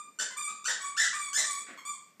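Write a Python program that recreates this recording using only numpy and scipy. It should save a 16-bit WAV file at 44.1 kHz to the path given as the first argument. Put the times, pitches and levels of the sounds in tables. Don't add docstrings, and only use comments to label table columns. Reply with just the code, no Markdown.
import sys
import numpy as np
from scipy import signal
from scipy.fft import rfft, irfft, next_fast_len
from scipy.io import wavfile
from scipy.ndimage import uniform_filter1d, map_coordinates

SR = 44100
rng = np.random.default_rng(int(sys.argv[2]) if len(sys.argv) > 2 else 0)


def wrap_up_sound(samples):
    columns = np.atleast_2d(samples).T
    tamed = np.clip(columns, -1, 1)
    steps = np.round(tamed * 32767).astype(np.int16)
    wavfile.write(sys.argv[1], SR, steps)


def volts_from_decibels(level):
    exponent = np.asarray(level, float) / 20
    return 10 ** exponent


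N = 97020
LEAD = SR // 5
TOP_HZ = 15600


def unit(x):
    return x / np.sqrt(np.mean(x ** 2) + 1e-20)


def along(points, hz):
    f, v = np.transpose(points)
    return np.interp(np.log(hz + 1), np.log(f + 1), v)


def filtered(x, response):
    m = next_fast_len(x.shape[-1] + SR // 2)
    spectrum = rfft(x, m) * response(np.fft.rfftfreq(m, 1 / SR))
    return irfft(spectrum, m)[..., :x.shape[-1]]


def noise(colour, size):
    return unit(filtered(rng.standard_normal(size), lambda hz: volts_from_decibels(along(colour, hz))))


def add(track, s, x):
    part = track[round(s * SR) + LEAD:][:len(x)]
    part += x[:len(part)]


def quiet_room():
    # f/Hz, level/dB
    floor_colour = [(15, -54), (25, 18), (665, 0.5), (1610, -3), (2290, 0), (3000, -9), (3720, -11),
                    (4990, -6), (15400, -11.5)]
    hum_hz, hum_width_hz = 205, 21
    hum = filtered(rng.standard_normal(N), lambda hz: 1 / (1 + ((hz - hum_hz) / hum_width_hz) ** 2))
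    return volts_from_decibels(-66.5) * noise(floor_colour, N) + volts_from_decibels(-74.5) * unit(hum)


def room(x):
    # f/Hz, t60/s
    reverb_times = [(200, .45), (1200, 0.46), (4000, 0.5), (8000, 0.38), (11000, 0.27), (14000, 0.1)]
    gap_s, build_s, first_t60_s, early_s = .003, 0.0099, 0.1, .022
    tail_db, first_db, early_db = 7, 1.5, -9

    hz, t, z = signal.stft(rng.standard_normal(SR * 3 // 4), SR, nperseg=256)
    t60 = np.clip(along(reverb_times, hz), .05, 2)[:, None]
    tail = signal.istft(z * volts_from_decibels(-60 * t / t60) / np.sqrt(t60), SR, nperseg=256)[1]
    t = np.arange(len(tail)) / SR
    tail = tail * (1 - np.exp(-t / build_s))
    tail = tail * (1 + volts_from_decibels(first_db - 60 * t / first_t60_s))
    tail = np.pad(volts_from_decibels(tail_db) * tail / np.linalg.norm(tail), (round(gap_s * SR) + 1, 0))

    when, sign = rng.uniform(size=(2, 8))
    echoes = volts_from_decibels(early_db) * np.sign(sign - .5) * (1 - when / 2)
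    tail[(20 + when * early_s * SR).astype(int)] += echoes
    tail[0] = 1
    return signal.fftconvolve(x, tail) / np.linalg.norm(tail)


def bump(db, t60, ring_hz):
    q = 1.5
    t = np.arange(SR // 5) / SR
    resonance = lambda hz: 1 / (1 + (q * (hz / ring_hz - ring_hz / (hz + 1))) ** 2)
    body = unit(filtered(rng.standard_normal(len(t)), resonance))
    onset = 1 - np.exp(-t / 0.001)
    return volts_from_decibels(db - 60 * t / t60) * onset * body


def bumps(track):
    # t/s, level/dB, t60/s, ring f/Hz
    contacts = [
        (.07, -57.5, 0.14, 283),
        (.33, -66, 0.081, 350),
        (.49, -57.5, 0.12, 204),
        (1.59, -59.5, 0.23, 375),
        (1.665, -45.5, 0.35, 1760),
        (1.682, -40.5, 0.041, 1720),
        (1.684, -47, .06, 240),
        (1.686, -49.5, 0.077, 550),
        (1.705, -57.5, 0.3, 1820),
    ]
    for s, db, t60, ring_hz in contacts:
        add(track, s, room(bump(db, t60, ring_hz)))


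def puff(db, t60):
    # f/Hz, level/dB
    air_colour = [(90, -8), (250, -8.5), (700, 6.5), (2000, 3.5), (5000, 5), (7500, -53), (10000, -62),
                  (15000, -37)]
    # f/Hz, level/dB
    slap_colour = [(80, -22), (200, -1.5), (500, 3.5), (900, 2), (1600, -3), (4000, -41)]
    slap_db, slap_t60_s = 1.5, .02
    t = np.arange(SR // 5) / SR
    air = volts_from_decibels(-60 * t / t60) * noise(air_colour, len(t))
    slap = volts_from_decibels(slap_db - 60 * t / slap_t60_s) * noise(slap_colour, len(t))
    return volts_from_decibels(db) * (air + slap)


def puffs(track):
    # t/s, level/dB, t60/s
    bursts = [
        (.199, -35, 0.077),
        (.479, -48, .12),
        (.679, -35, 0.14),
        (.999, -36, 0.095),
        (1.375, -36, 0.14),
    ]
    for s, db, t60 in bursts:
        add(track, s, room(puff(db, t60)))


def reed(rows, colour, voice, jitter, hiss_db):
    wander, wander_rate = .0035, 60
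    flip_jitter, jitter_rate = .016, 400
    flutter_db, flutter_rate = 0.5, 55.7
    whistle_hz, whistle_width_hz = 8400, 1500
    fade_s = .0025

    s, pitch, level = np.transpose(rows)
    tilt_db, whistle_db, flip_s = voice
    t = s[0] + np.arange(round((s[-1] - s[0]) * SR)) / SR
    since = t - s[0]
    flipped = t > flip_s
    k = np.arange(1, 15)[:, None]

    shake = map_coordinates(rng.standard_normal(SR // 20), [since * jitter_rate])
    slow = map_coordinates(rng.standard_normal(64), [since * wander_rate])
    knots = np.broadcast_arrays(k - 1, since * flutter_rate)
    flutter = map_coordinates(rng.standard_normal((15, 64)), knots)

    hz = uniform_filter1d(np.interp(t, s, pitch), size=24, mode="nearest")
    hz = hz * (1 + wander * slow + np.where(flipped, flip_jitter, jitter) * shake)
    phase = 2 * np.pi * np.cumsum(hz) / SR

    whistle = whistle_db * np.exp(-((k * hz - whistle_hz) / whistle_width_hz) ** 2)
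    tilt = (tilt_db - 0.5 * flipped) * np.log2(k)
    gains = volts_from_decibels(along(colour, k * hz) + tilt + whistle + flutter_db * flutter) * (k * hz < TOP_HZ)
    tone = unit(np.sum(gains * np.sin(k * phase + k * k), axis=0))

    hiss = noise([(600, -24)] + colour, SR // 2)[:len(t)] * (1 + np.cos(phase))
    fade = np.clip(np.minimum(since, s[-1] - t) / fade_s, 0, 1) ** 2
    return fade * volts_from_decibels(np.interp(t, s, level)) * (tone + volts_from_decibels(hiss_db) * hiss)


def refills(track):
    # t/s, reed pitch f/Hz, level/dB
    squeals = [
        [(-.14, 1223, -37), (-.02, 1180, -41)],
        [(.302, 1060, -60), (.308, 1028, -39), (.345, 1025, -72), (.360, 1010, -62)],
        [(.360, 1173, -54), (.372, 1168, -28.5), (.388, 1217, -35), (.440, 1159, -34.5), (.476, 1166, -36),
         (.482, 1254, -35.5), (.515, 1205, -49.5)],
        [(.797, 1158, -44), (.810, 1129, -36), (.835, 1132, -34.5), (.850, 1201, -37), (.885, 1122, -39),
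         (.905, 1180, -106)],
        [(1.128, 1107, -32), (1.152, 1251, -35), (1.170, 1179, -39), (1.210, 1167, -32), (1.285, 1112, -41.5),
         (1.315, 1110, -81)],
        [(1.440, 1170, -33), (1.480, 1168, -33.5), (1.530, 1120, -37), (1.590, 1153, -40.5),
         (1.620, 1231, -46.5)],
        [(1.774, 1127, -32), (1.782, 1078, -47), (1.800, 1059, -53), (1.815, 1000, -70)],
        [(1.850, 1138, -34), (1.880, 1191, -35), (1.905, 1155, -45), (1.925, 1124, -43.5), (1.945, 1052, -48.5)],
    ]
    # tilt/dB per octave, whistle level/dB (weak ones do not whistle), flip t/s
    squeal_voices = [(-2, 7.5, 3), (-1, -4, 3), (-0.36, -0.8, .479), (-1.7, 4.3, 3), (-1.04, 1.7, 3),
                     (0.75, 1.4, 3), (1, -21.5, 3), (0.5, 0, 3)]
    # f/Hz, level/dB
    squeal_colour = [(1150, -0.5), (2350, -6.5), (3500, -11.5), (4700, -14.5), (5800, -20.5), (7500, 2.5),
                     (9300, -13), (13000, -29)]
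    for rows, voice in zip(squeals, squeal_voices):
        add(track, rows[0][0], room(reed(rows, squeal_colour, voice, jitter=.001, hiss_db=-36)))


def bites(track):
    # t/s, reed pitch f/Hz, level/dB
    squeaks = [
        [(.186, 1456, -88), (.189, 1443, -27), (.198, 1529, -26.5), (.200, 1787, -22.5), (.208, 1786, -36),
         (.222, 1446, -33), (.230, 1330, -64)],
        [(.641, 1189, -30), (.648, 1228, -37.5), (.660, 1523, -22.5), (.678, 1539, -61), (.680, 1929, -24.5),
         (.692, 1683, -25.5), (.704, 1355, -38), (.712, 1260, -61)],
        [(.964, 1170, -36), (.970, 1417, -31), (.980, 1789, -19), (.998, 1849, -26.5), (1.000, 2017, -22.5),
         (1.024, 1899, -28), (1.036, 1616, -25.5), (1.050, 1359, -30), (1.060, 1250, -49)],
        [(1.329, 1372, -28.5), (1.338, 1644, -28), (1.348, 1737, -25.5), (1.374, 1796, -24),
         (1.376, 2087, -21.5), (1.392, 1955, -24.5), (1.408, 1784, -33), (1.418, 1450, -28)],
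        [(2.195, 1250, -86), (2.198, 1307, -38.5), (2.21, 1450, -8)],
    ]
    # tilt/dB per octave, whistle level/dB, flip t/s
    squeak_voices = [(-0.27, 6, .199), (-0.04, 2.7, .679), (-.5, 2.3, 0.72), (3.1, 2.2, 1.5), (-3.7, 14, 3)]
    # f/Hz, level/dB
    squeak_colour = [(1200, -9.5), (1900, -6), (2900, -13.5), (4500, -13), (5800, -10.5), (7300, -7.5),
                     (8800, -21), (14000, -38)]
    for rows, voice in zip(squeaks, squeak_voices):
        add(track, rows[0][0], room(reed(rows, squeak_colour, voice, jitter=.004, hiss_db=-27.5)))


def scene():
    track = np.zeros(N + LEAD)
    bumps(track)
    puffs(track)
    refills(track)
    bites(track)
    return (track[LEAD:] + quiet_room())[None]


def low_pass(x):
    return signal.sosfilt(signal.butter(12, 15600, fs=SR, output="sos"), x)


def record(dry):
    low_cut_hz, low_cut_slope = 170, 3.3
    notch_hz, notch_width_hz, notch_db = 10910, 850, -13.5
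    roll_hz, roll_db = 14300, -14

    def microphone(hz):
        low_cut = 1 / np.sqrt(1 + (low_cut_hz / (hz + 1)) ** (2 * low_cut_slope))
        notch = notch_db * np.exp(-((hz - notch_hz) / notch_width_hz) ** 2)
        roll = roll_db * np.clip(hz - roll_hz, 0, None) / 1000
        return low_cut * volts_from_decibels(notch + roll) * (hz < TOP_HZ)

    mix = filtered(dry, microphone) + volts_from_decibels(-110) * rng.standard_normal(dry.shape)
    return low_pass(mix)


dry = scene()
out = record(dry)
wrap_up_sound(out)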